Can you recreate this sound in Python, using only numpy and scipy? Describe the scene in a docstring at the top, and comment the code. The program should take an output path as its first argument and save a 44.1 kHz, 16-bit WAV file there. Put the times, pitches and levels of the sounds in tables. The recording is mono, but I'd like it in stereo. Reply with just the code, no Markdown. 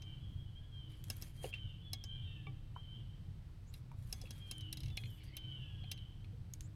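"""A spinning reel is handled on a boat on a calm lake: bail and rotor click as cracks of noise and ringing modes.
Line ticks and slides, and sleeves rustle, as bursts and strokes of filtered noise.
Water plops at the hull as short rising tones. Thin, mostly falling squeals, most likely far birds,
are gliding tones that overlap, partly rasp, and echo along the wooded shore.
Underneath lie a low hum and a thin drone, a breeze with gusts and faint open air, all from noise."""
import sys
import numpy as np
from scipy import signal
from scipy.fft import rfft, irfft
from scipy.io import wavfile
from scipy.ndimage import uniform_filter1d, map_coordinates

SR = 44100
rng = np.random.default_rng(int(sys.argv[2]) if len(sys.argv) > 2 else 0)


def wav_record(signal):
    """Record a signal, one row per channel, as 16-bit PCM in the file named by sys.argv[1]."""
    frames = np.transpose(np.atleast_2d(signal))
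    bounded = np.clip(frames, -1, 1)
    # unit amplitude maps onto the largest positive 16-bit level
    quanta = np.round(bounded * 32767).astype(np.int16)
    wavfile.write(sys.argv[1], SR, quanta)


N = 297957
T = np.arange(N) / SR  # time in seconds

# In all tables, t60_s is the time a sound takes to fade by 60 dB.
# Single clicks of the reel, before the trims in reel(): start_s, level_db, lows_db, treble_db
CLICKS = [(0.0204, -57.5, -9.5, -18), (1.1006, -37, -18.5, -8), (1.2223, -44, -20, -10),
          (1.9321, -37.5, -16.5, -9.5), (2.0389, -47.5, -19.5, -14.5), (3.7394, -53.5, 1, -2.5),
          (4.1262, -38, -18.5, -8.5), (4.2146, -51, -24, -14), (4.3069, -47, -17.5, -11),
          (4.5119, -39, -17, -5), (4.6086, -55.5, -12, -10), (4.7272, -39.5, -11.5, -3.5),
          (4.9713, -43.5, -12.5, -11), (5.3676, -42, -7, -1), (5.915, -41, -8.5, -3.5),
          (5.9762, -60, 2, -12), (6.2448, -74, -9, -11)]
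# Ringing tones of the reel body: pitch_hz, level_db, t60 as a multiple of CLICK_T60_S
REEL_MODES = [(226, -14.5, 3.5), (390, -20.5, 1.1), (763, -20, 1.9), (1134, -31, 3.8), (1650, -18, 2.1),
              (2020, -17.5, 2), (2214, -16, 3.5), (2733, -1.5, 0.98), (3345, -11, 2.2), (3840, -3.5, 1.5),
              (4060, 2, 0.66), (4930, -11, 1.35), (5267, 0, 0.39), (5556, -1, 0.29), (6120, -5, 0.6),
              (6180, -29, 4.2), (6640, -19.5, 1.94), (7920, -19.5, 1.11), (8740, -11, 0.62),
              (9790, 0, 0.23), (10420, 3.5, 0.21), (11100, 3, 0.16), (12650, 6, 0.17)]
# Tone colour of the metal crack: pitch_hz, gain_db
CRACK_COLOUR = [(200, -5), (600, -2), (1300, -12), (2500, 5), (4000, 8), (5600, -4), (7400, -10.5),
                (10500, -10), (13000, -10), (15500, -15)]
CLICK_T60_S = 0.048


def reel(gain_db=3, crack_db=1, scatter_db=3.5, low_db=4.5, body_db=-3, treble_db=7,
         rebound_db=-11, rebound_s=0.0027):
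    """Each click is a crack of chattering metal plus the ring of the reel body, different at every contact."""
    out, t = np.zeros((2, N)), T[:SR // 5]
    lead = SR // 100  # 10 ms of silence ahead of the click, for the filter
    for start, db, lows, treble in [*CLICKS, *ratchet()]:
        body = 0
        for hz, mode_db, hold in REEL_MODES:
            level = undb(mode_db + scatter_db * rng.standard_normal())
            detuned_hz = hz * (1 + 0.0069 * rng.standard_normal())
            body = body + level * ring(t, detuned_hz, CLICK_T60_S * hold)
        crack = unit(colour(noise(-13, size=len(t)), CRACK_COLOUR)) * fade(t, CLICK_T60_S)
        contact = 1 - np.exp(-t / .0006)
        click = (body + undb(crack_db) * crack) * contact
        # the part bounces once before it settles
        late = int(rebound_s * rng.uniform(.5, 1.8) * SR)
        click = click + undb(rebound_db) * np.pad(click, ((0, 0), (late, 0)))[:, :len(t)]
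        # where the blow lands decides how much body and how much treble ring
        blow = [(1200, body_db), (2200, lows + low_db), (4000, lows + low_db),
                (5200, 0), (6800, 0), (10000, treble + treble_db)]
        click = colour(np.pad(click, ((0, 0), (lead, 0))), blow)
        # the level is set by the loudest millisecond
        loudest = np.sqrt(uniform_filter1d(np.mean(click ** 2, axis=0), SR // 1000).max())
        add(out, start - 1 / 100, click / loudest * undb(db + gain_db))
    return out


RATCHET_S, RATCHET_GAP_S, RATCHET_GAP_RATIO = 4.7713, .033, .88  # start, first gap, each gap against the last
# First tooth of the ratchet: level_db, lows_db, treble_db
RATCHET_FIRST = (-48.5, -9, -7)
# Change from tooth to tooth: level_db, lows_db, treble_db
RATCHET_STEP = (-2.3, 1.4, -.9)


def ratchet(count=6):
    """The pawl skips over the teeth ever faster, each click weaker and duller: rows like those of CLICKS."""
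    tooth = np.arange(count)
    gaps = RATCHET_GAP_S * RATCHET_GAP_RATIO ** tooth
    starts = RATCHET_S + np.cumsum(gaps) - gaps
    return np.column_stack([starts, np.array(RATCHET_FIRST) + np.outer(tooth, RATCHET_STEP)])


# Dull knocks of the reel handle: start_s, level_db (halved in handle_knocks)
HANDLE_KNOCKS = [(4.975, -38), (5.037, -49), (5.057, -52), (5.84, -55), (6.245, -60)]
# Ringing tones of the handle: pitch_hz, level_db, t60_s
HANDLE_MODES = [(2130, -5, 0.055), (2305, 5.5, 0.024), (2530, 1, 0.07), (2880, 4.5, .02), (3420, 4, 0.026),
                (4180, 1, 0.051), (4480, -7, .025), (5570, -21, 0.014)]


def handle_knocks():
    """The reel handle knocks and rings in a few short tones, slightly detuned each time."""
    out, t = np.zeros((2, N)), T[:SR // 5]
    for start, db in HANDLE_KNOCKS:
        knock = 0
        for hz, mode_db, t60 in HANDLE_MODES:
            detuned_hz = hz * (1 + 0.011 * rng.standard_normal())
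            knock = knock + undb(mode_db) * ring(t, detuned_hz, t60)
        add(out, start, undb(db) * knock / 2)
    return out


# Small squeaks of the reel handle: start_s, length_s, start_hz, end_hz, level_db
SQUEAKS = [(2.036, 0.04, 6850, 7300, -77), (3.663, 0.059, 6340, 7560, -72.5), (5.045, .05, 6600, 7180, -75),
           (6.615, 0.068, 6600, 7700, -69)]


def squeaks():
    """The handle squeaks in brief, shaky tones that slide upward."""
    return glides(SQUEAKS, unsteady=0.044)


# Dry ticks of line on the rod guides: start_s, level_db, pitch_hz, snap_db (noise against the tone)
TICKS = [(1.0404, -43.5, 11800, -3.5), (1.168, -42, 11800, -15), (1.215, -50, 11600, 0),
         (3.7394, -59, 2600, 2), (1.541, -59, 3700, -1), (3.9167, -56.5, 2380, -10), (4.239, -61, 10500, 1),
         (4.582, -43.5, 9400, -14), (5.015, -58, 10400, -5), (6.536, -44, 12300, -14),
         (6.5376, -35, 6600, -13), (6.608, -42.5, 6340, -4)]


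def ticks(t60=0.01, snap_t60=0.0087, tail_db=-17, tail_t60=0.12):
    """Line flicks against the rod: a snap, one very short ring and a faint shiver of the rod."""
    out, t = np.zeros((2, N)), T[:SR // 20]
    snap_colour = [(1200, -9), (2300, 5), (12000, 6), (15500, -6)]
    for start, db, hz, snap_db in TICKS:
        snap = unit(colour(noise(-27, size=len(t)), snap_colour))
        snap *= fade(t, snap_t60) + undb(tail_db) * fade(t, tail_t60)
        add(out, start, undb(db) * (ring(t, hz, t60) + undb(snap_db) * snap))
    return out


# Line slides through the fingers: start_s, length_s, level_db
RUB = [(.88, 0.21, -75), (1.05, 0.18, -64.5), (1.15, 0.19, -62), (1.33, 0.18, -66), (1.415, 0.1, -58),
       (3.72, 0.087, -68.5), (3.95, 0.44, -70), (4.32, 0.12, -64.5), (4.42, 0.32, -75), (4.74, 0.27, -74.5),
       (4.97, 0.16, -68), (5.08, 0.15, -71.5), (5.23, 0.064, -67)]
# Tone colour of the sliding line: pitch_hz, gain_db
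RUB_COLOUR = [(500, 3.5), (4000, 0.5), (6000, -1.5), (7500, -1.5), (10000, 3.5), (13000, 1), (15500, -10)]


def line_rub():
    """Line sliding through the fingers: strokes of uneven noise."""
    return rustle(RUB, RUB_COLOUR)


# Sleeves brush the jacket: start_s, length_s, level_db
SLEEVE = [(.88, 0.11, -68), (1.06, 0.29, -71), (4.05, 0.94, -73), (5.14, 0.43, -65.5)]
# Tone colour of the cloth: pitch_hz, gain_db
SLEEVE_COLOUR = [(300, 6), (1300, -23), (2200, 5), (3400, -2), (4600, -2), (7000, -29), (15000, -43)]


def sleeves():
    """Cloth brushing cloth: strokes of uneven noise, duller than the line."""
    return rustle(SLEEVE, SLEEVE_COLOUR)


def rustle(moves, points, catch_db=-10, bounce=0.46, bounce_s=0.000616, drift=0.19):
    """Something slides in tiny uneven slips and catches; a bounce off the moving hands shifts its colour."""
    slips = undb(2.6 * walk(1500) + 2.2 * walk(45))
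    # about 160 catches a second, of random strength
    catches = (rng.random(N) < 160 / SR) * undb(4 * np.minimum(rng.standard_exponential(N), 4))
    grain = unit(noise(-14) * slips) + undb(catch_db) * unit(catches)
    # the bounce is a copy with a wandering delay
    earlier = (T - bounce_s * np.exp(drift * walk(9))) * SR
    bounced = np.array([map_coordinates(side, [earlier], mode="mirror") for side in grain])
    return unit(colour(grain + bounce * bounced, points)) * strokes(moves)


STROKE_ATTACK_SHARE, STROKE_CURVE = 0.23, 0.84  # loudest point as a share of a stroke, and power of its shape


def strokes(rows):
    """Gain of a series of strokes that each swell quickly, then ease off."""
    power = np.zeros(N)
    for start, length, db in rows:
        speed = np.interp((T - start) / length, [0, STROKE_ATTACK_SHARE, 1], [0, 1, 0])
        power += (undb(db) * np.sin(np.pi / 2 * speed) ** STROKE_CURVE) ** 2
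    return np.sqrt(power)


# Scrapes that catch and sing: start_s, length_s, start_hz, end_hz, width_hz, level_db
SCRAPES = [(1.117, 0.045, 6800, 7050, 700, -78), (1.408, 0.072, 9160, 10300, 1500, -64),
           (4.01, 0.19, 12400, 13100, 990, -77), (5.04, 0.17, 12000, 13200, 2170, -72),
           (5.211, 0.085, 2950, 2680, 203, -67), (5.219, 0.11, 4750, 4620, 305, -73),
           (5.29, 0.084, 2000, 2254, 304, -66.5)]


def scrapes(slip_db=3):
    """Line and cloth drag in quick slips through a narrow resonance that slides in pitch."""
    out = np.zeros((2, N))
    for start, length, start_hz, end_hz, width_hz, db in SCRAPES:
        n = int(length * SR)
        turn = np.exp(2j * np.pi * np.cumsum(np.linspace(start_hz, end_hz, n)) / SR)
        # a randomly wandering size and phase widens the tone into a band
        wander = walk(width_hz)[:n] + 1j * walk(width_hz)[:n]
        slips = undb(slip_db * walk(114)[:n])
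        scrape = unit(np.real(wander * turn) * slips)
        add(out, start, scrape * undb(db) * np.sqrt(np.hanning(n)))
    return out


# The two microphone ports hear near sounds differently: pitch_hz, left_minus_right_db
PORT_BALANCE = [(2400, 0), (4400, 1), (8500, -3), (12500, 0.5)]


def ports(x, lag_s=.000019):
    """Near sounds reach the left port a moment sooner, and each port colours them in its own way."""
    f = np.fft.rfftfreq(N, 1 / SR)
    half = np.array([[1], [-1]]) / 2  # half of each difference goes to either side
    balance = undb(half * np.interp(f, *np.transpose(PORT_BALANCE)))
    shift = np.exp(2j * np.pi * half * f * lag_s)
    return irfft(rfft(x) * balance * shift, N)


# Water at the hull: start_s, level_db (doubled in plops), pitch_hz, t60_s
PLOPS = [(1.4425, -35, 516, 0.025), (1.4435, -44.5, 713, 0.019), (1.455, -43.5, 434, 0.049),
         (1.444, -42, 2820, 0.014), (1.529, -43, 2670, 0.017), (1.538, -37, 2720, 0.03),
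         (1.582, -56, 2740, 0.031), (2.763, -43.5, 1008, 0.02), (3.916, -49.5, 910, 0.01),
         (4.238, -57, 512, 0.057), (4.256, -52.5, 2650, 0.02), (4.271, -57, 2650, .02),
         (5.839, -60.5, 746, 0.041), (6.331, -69, 468, 0.22)]


def plops(splash_db=-20, splash_t60=0.14, rise=0.2):
    """Small pockets of air ring under the hull, rising a little, each with a faint splash of noise."""
    out, t = np.zeros((2, N)), T[:SR // 5]
    onset = 1 - np.exp(-t / 0.00052)
    for start, db, hz, t60 in PLOPS:
        bubble = ring(t, hz * (1 + rise * t), t60)
        splash_colour = [(hz / 2, -18), (hz, 0), (hz * 2, -22), (hz * 5, -40)]
        splash = unit(colour(noise(-12, size=len(t)), splash_colour)) * fade(t, splash_t60)
        add(out, start, 2.0 * undb(db) * (bubble + undb(splash_db) * splash) * onset)
    return out


# Ringing tones of the deck: pitch_hz, level_db, t60_s
DECK_MODES = [(416, -8, 0.11), (784, -8.5, 0.13), (1153, -5.5, 0.1), (1300, -31, .04), (2300, -1, 0.083),
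              (2780, -6.5, 0.04), (3570, -11, 0.07)]
KNOCK_S, KNOCK_DB = 2.469, -41  # start, and level before it is halved


def deck_knock():
    """Something knocks once on the deck, which rings in a few short tones."""
    out, t = np.zeros((2, N)), T[:SR // 5]
    knock = sum(undb(db) * ring(t, hz, t60) for hz, db, t60 in DECK_MODES)
    add(out, KNOCK_S, undb(KNOCK_DB) * knock / 2)
    return out


# The hull booms softly as the boat rocks: start_s, length_s, pitch_hz, level_db
BOOMS = [(2.217, 0.1, 90, -45), (2.45, 0.1, 129, -46.5), (2.933, 0.12, 103.2, -48.5),
         (4.758, 0.18, 128.6, -49), (4.828, 0.11, 96.6, -44.5), (4.96, .2, 116.2, -47),
         (5.56, 0.095, 126.6, -48.5)]


def booms():
    """Slow dull swells of the rocking hull: low, very unsteady tones."""
    return glides([(start, length, hz, hz, db) for start, length, hz, db in BOOMS], unsteady=0.19)


# Overlapping squeals: start_s, length_s, start_hz, crest_hz, end_hz, crest as a share of the length,
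# level_db, rasp from 0 to 1, loudest point as a share of the length
SQUEALS = [(-.06, 0.23, 3130, 3145, 3040, 0.12, -56, 0.28, 1),
           (0.204, 0.094, 3390, 3364, 3220, 0.12, -66, 0, 0.44),
           (.29, .17, 3256, 3270, 3230, .25, -64.5, .1, 0.75),
           (0.551, 0.066, 3150, 3226, 3160, 0.71, -59.5, 0.16, 0.6),
           (0.626, .105, 3320, 3340, 3255, 0.18, -70.5, 0, 0.45),
           (0.716, 0.15, 3265, 3237, 3054, 0.061, -57, 0.05, 0.37),
           (.85, .12, 3065, 3057, 3010, .1, -64.5, 0.1, 0.27),
           (1.02, 0.32, 3327, 3230, 3140, .31, -69.5, 0.1, 0.7),
           (1.37, 0.19, 3160, 3185, 3213, 0.35, -59.5, 0.2, 0.61),
           (1.543, 0.15, 3110, 3116, 2996, 0.15, -54, 0.43, 0.21),
           (1.688, 0.086, 3030, 3038, 3100, .8, -62, 0.2, 0.48),
           (1.815, 0.25, 3395, 3400, 3165, 0.24, -60.5, 0, 0.21),
           (2.04, 0.19, 3037, 3165, 3127, 0.46, -54, 0.24, .45),
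           (2.22, 0.1, 3180, 3136, 2973, 0.059, -55, .5, .3),
           (2.32, 0.14, 3080, 3054, 3010, .2, -65, 0.9, .3),
           (2.753, .125, 3000, 3170, 3020, 0.42, -59, 0.2, 0.13),
           (2.865, 0.191, 3050, 3110, 3048, 0.48, -58, 0.95, 0.27),
           (4.117, 0.3, 3400, 3405, 3174, 0.22, -66, .1, 0.83),
           (4.397, 0.31, 3158, 3225, 2925, .1, -54, 0, 0.45),
           (4.885, 0.28, 3455, 3500, 2910, 0.15, -62, 0.02, 0.23),
           (5.334, 0.28, 3040, 3096, 2990, 0.15, -53, 0, 0.54),
           (5.613, 0.11, 3020, 3070, 3060, .7, -62, 0.6, 0.29),
           (5.69, 0.092, 3350, 3320, 3250, 0.091, -62.5, 0.14, 0.63),
           (5.775, 0.14, 3384, 3350, 3166, .08, -59.5, 0.4, 0.53),
           (5.865, 0.2, 3215, 3175, 2974, .06, -58, .5, 0.23)]
# Tones that make up a call: multiple of its pitch, level_db
PARTIALS = [(.5, -26.5), (.75, -27.5), (1, -2), (1.251, -28.5)]
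# How the rasp grows through a call: share of the length, share of the full rasp
CALL_RASP = [(0, 0), (.3, .05), (.55, .9), (1, 1)]
BUZZ_HZ, BUZZ_RISE_HZ = 93.5, 51.4  # second vibration at the start of a call, and its rise to the end
CALL_WAVER, CALL_FLUTTER_DB = .0038, 1.7  # unsteadiness: share of the pitch, and of the level
CALL_ONSET_S, CALL_RELEASE_S = 0.0066, 0.018
RASP_RELEASE_S = 0.05  # added to the release at full rasp
CALL_START_DB, CALL_END_DB = -5, -3  # level at either end of a call, against its loudest point
TREMBLE, RASP_TREMBLE = .18, .55  # loudness tremble in a clean call, and extra at full rasp


def squeals(fall=1.15, rasp_depth=0.5):
    """Each call is a whistle bending through a crest pitch; a slower second vibration makes some rasp."""
    clean, raspy = np.zeros(N), np.zeros(N)
    waver, flutter, stagger = walk(130), walk(60), walk(18)
    for start, length, start_hz, crest_hz, end_hz, crest, db, rasp, loudest in SQUEALS:
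        on = (T > start) & (T < start + length)
        u = (T[on] - start) / length  # share of the call gone by
        crest = np.clip(crest, .05, .9)
        before = np.clip(1 - u / crest, 0, 1)
        after = np.clip((u - crest) / (1 - crest), 0, 1)
        hz = crest_hz + (start_hz - crest_hz) * before ** 2 + (end_hz - crest_hz) * after ** fall
        hz *= 1 + CALL_WAVER * waver[on]
        # the second vibration shakes the pitch of a rasping call
        rough = np.clip(rasp * np.interp(u, *np.transpose(CALL_RASP)), 0, 1)
        buzz_hz = (BUZZ_HZ + BUZZ_RISE_HZ * u) * (1 + 0.084 * stagger[on])
        buzz = 2 * np.pi * np.cumsum(buzz_hz) / SR
        phase = 2 * np.pi * np.cumsum(hz) / SR + rasp_depth * rough * np.sin(buzz)
        # loudness: onset and release, then a swell to the loudest point
        release_s = CALL_RELEASE_S + rasp * RASP_RELEASE_S
        gate = np.clip(np.minimum(u * length / CALL_ONSET_S, (1 - u) * length / release_s), 0, 1)
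        swell_db = np.interp(u, [0, np.clip(loudest, .1, .9), 1], [CALL_START_DB, 0, CALL_END_DB])
        level = undb(db + CALL_FLUTTER_DB * flutter[on]) * gate * undb(swell_db)
        tone = sum(undb(part_db) * np.sin(k * phase) for k, part_db in PARTIALS)
        call = level * np.sqrt(2) * tone
        # the second vibration also makes the loudness tremble
        call *= 1 + (TREMBLE + RASP_TREMBLE * rough) * np.cos(buzz)
        clean[on] += call * (1 - rough / 2)
        raspy[on] += call * rough
    return clean + hoarse(raspy, -6)


HOARSE_RATE = 600  # random steps per second


def hoarse(x, db):
    """Fast random flutter that spreads a tone into a narrow band of noise."""
    flutter = walk(HOARSE_RATE) + 1j * walk(HOARSE_RATE)
    return np.real(signal.hilbert(x) * flutter) * undb(db) / np.sqrt(2)


# Thin strands above and below the squeals, before strand_db: start_s, length_s, start_hz, end_hz, level_db
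STRANDS = [(.03, 0.15, 2980, 2740, -69), (.04, .09, 2345, 2320, -73), (.43, 0.086, 3090, 2940, -69.5),
           (.57, .13, 1632, 1674, -78), (1.65, .1, 3596, 3510, -69.5), (1.6, 0.18, 3050, 2654, -63),
           (2.06, 0.1, 3110, 3080, -58.5), (2.15, 0.1, 2400, 2350, -76), (2.21, 0.18, 3700, 3570, -68.5),
           (2.23, .2, 2780, 2670, -64), (2.24, .27, 1900, 1650, -78.5), (4.4, 0.094, 2480, 2370, -72),
           (4.49, 0.19, 3300, 3090, -65), (4.58, .17, 2960, 2740, -67), (5.37, .16, 3310, 3180, -73),
           (5.47, 0.13, 3225, 3160, -59.5), (5.55, .17, 3470, 3392, -68.5), (5.54, .13, 2840, 2785, -62),
           (5.59, 0.12, 2800, 2600, -64), (5.64, 0.14, 2920, 2750, -67), (5.79, 0.18, 3240, 2980, -62),
           (5.56, 0.3, 1744, 1603, -76)]


def strands(strand_db=-2):
    """Thin tones that glide along beside the squeals with a fluttering level."""
    return undb(strand_db) * glides(STRANDS, unsteady=0.0096) * undb(1.6 * walk(70))


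# Separate echoes from the shore: delay_s, level_db
SHORE = [(0.064, -12.5), (0.108, -24.5), (0.189, -22.5)]
SHORE_T60_S, SHORE_DB = 1.34, -7.5  # decay and level of the scattered echo
SHORE_BUILD_S = 0.026  # the echoes gather slowly


def shore_echo(calls):
    """The wooded shore returns the calls as a few echoes within a gathering, fading wash, roughened."""
    t = T[:3 * SR // 2]
    shore = noise(-2.4, size=len(t)) * fade(t, SHORE_T60_S) * (1 - np.exp(-t / SHORE_BUILD_S))
    shore *= undb(SHORE_DB) / np.sqrt(np.sum(shore[0] ** 2))
    for delay, db in SHORE:
        shore[:, int(delay * SR)] += undb(db)
    return signal.fftconvolve(calls + hoarse(calls, -4.5), shore, axes=1)[:, :N]


# Resonances of the low hum: pitch_hz, width_hz, relative level_db
HUM = [(82.7, 6, -9.5), (97.8, 6.3, -2), (126.2, 12.6, -3.5), (159.2, 30, -11), (469, 14, -42),
       (570, 460, -40)]
HUM_DB, HUM_SWELL_DB, HUM_SWELL_PER_S = -51, 1.17, 8.1


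def low_hum(pan_db=-1.5):
    """Noise in a few low resonances, wavering in level and a little stronger on the right."""
    hum = unit(sum(undb(db) * resonance(hz, width) for hz, width, db in HUM))
    side_db = np.array([[pan_db], [-pan_db]]) / 2
    return hum * undb(HUM_DB + HUM_SWELL_DB * walk(HUM_SWELL_PER_S) + side_db)


# Level strokes that make the narrow-band drone noise waver: start_s, length_s, level_db
DRONE_STROKES = [(.05, .3, -70.5), (1.15, 0.3, -72), (2.35, 0.36, -69.5), (4.65, 0.28, -67.5),
                 (5.15, 0.48, -69.5), (6.5, 0.54, -69.5)]
DRONE_HZ, DRONE_WIDTH_HZ, DRONE_DB = 312.2, 3.6, -77.5


def drone():
    """A faint far drone: noise in one very narrow resonance, its level wavering."""
    return np.hypot(undb(DRONE_DB), strokes(DRONE_STROKES)) * resonance(DRONE_HZ, DRONE_WIDTH_HZ)


# Gusts over the steady breeze: start_s, length_s, level_db
GUSTS = [(.27, 0.25, -48), (3.98, 0.51, -54), (4.8, 0.21, -45)]
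# Tone colour of the breeze: pitch_hz, gain_db
BREEZE_COLOUR = [(12, -14), (25, 5.5), (50, 3.5), (75, 1), (150, -12.5), (300, -23), (700, -57.5)]
BREEZE_DB = -53


def breeze():
    """The breeze rumbles as very low noise that swells with each gust."""
    return unit(colour(noise(-6.5), BREEZE_COLOUR)) * np.hypot(undb(BREEZE_DB), strokes(GUSTS))


# Tone colour of the open air: pitch_hz, gain_db
AIR_COLOUR = [(100, -4.5), (200, -14), (260, -6), (400, -10), (630, -14.5), (1000, -17), (2000, -20.5),
              (4300, -23.5), (6300, -31), (7400, -35), (8000, -28.5), (8600, -34), (13000, -36),
              (16000, -47)]
AIR_DB = -67.5


def open_air():
    """The faint hiss of open air: filtered noise with a slightly wandering level."""
    return unit(colour(noise(-3), AIR_COLOUR)) * undb(AIR_DB + .5 * walk(3.34))


def undb(db):
    """Decibels to gain."""
    return 10 ** (np.asarray(db) / 20)


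def unit(x):
    """Scale to rms 1."""
    return x / np.sqrt(np.mean(x ** 2))


def colour(x, points):
    """Filter by (Hz, dB) points on a log-frequency axis."""
    hz, db = np.transpose(points)
    f = np.maximum(np.fft.rfftfreq(x.shape[-1], 1 / SR), 1)
    gain = undb(np.interp(np.log(f), np.log(hz), db))
    return irfft(rfft(x) * gain, x.shape[-1])


def resonance(hz, width_hz):
    """Noise at rms 1 through one resonance."""
    f = np.fft.rfftfreq(N, 1 / SR)
    return unit(irfft(rfft(noise(-14.5)) / (1 + ((f - hz) / width_hz) ** 2), N))


def noise(side_db, size=N):
    """Two channels of noise, shared but for a side part."""
    mid, side = rng.standard_normal((2, size))
    return mid + undb(side_db) * side * np.array([[1], [-1]])


def walk(rate):
    """Smooth random wander with about `rate` steps a second, spread near 1."""
    k = max(int(SR / rate), 1)
    steps = np.repeat(rng.standard_normal(N // k + 1), k)
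    return 1.54 * uniform_filter1d(steps, k)[:N]


def fade(t, t60):
    """Exponential decay, down 60 dB after t60 seconds."""
    return np.exp(-np.log(1000) * t / t60)


def ring(t, hz, t60):
    """One decaying tone from a random point in its cycle."""
    return np.sin(2 * np.pi * (hz * t + rng.random())) * fade(t, t60)


def glides(rows, unsteady):
    """Thin unsteady tones that swell, slide from one pitch to another and fade."""
    out = np.zeros((2, N))
    for start, length, start_hz, end_hz, db in rows:
        n = int(length * SR)
        hz = np.linspace(start_hz, end_hz, n) * (1 + unsteady * walk(1500)[:n])
        tone = np.sin(2 * np.pi * np.cumsum(hz) / SR)
        add(out, start, np.sqrt(2 * np.hanning(n)) * undb(db) * tone)
    return out


def add(out, start, sound):
    """Mix a sound in at a time in seconds."""
    i = max(int(start * SR), 0)
    out[:, i:i + sound.shape[-1]] += sound[..., :N - i]


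def scene():
    """Everything heard from the bow."""
    tackle = reel() + handle_knocks() + squeaks() + ticks()
    handling = line_rub() + sleeves() + scrapes()
    boat = plops() + deck_knock() + booms()
    calls = squeals() + strands()
    background = low_hum() + drone() + breeze() + open_air()
    return ports(tackle + handling) + boat + calls + shore_echo(calls) + background


TOP_HZ = 15900


def record(dry):
    """A steep filter cuts the treble above TOP_HZ."""
    return signal.sosfilt(signal.ellip(8, .2, 70, TOP_HZ, fs=SR, output="sos"), dry)


dry = scene()
out = record(dry)
wav_record(out)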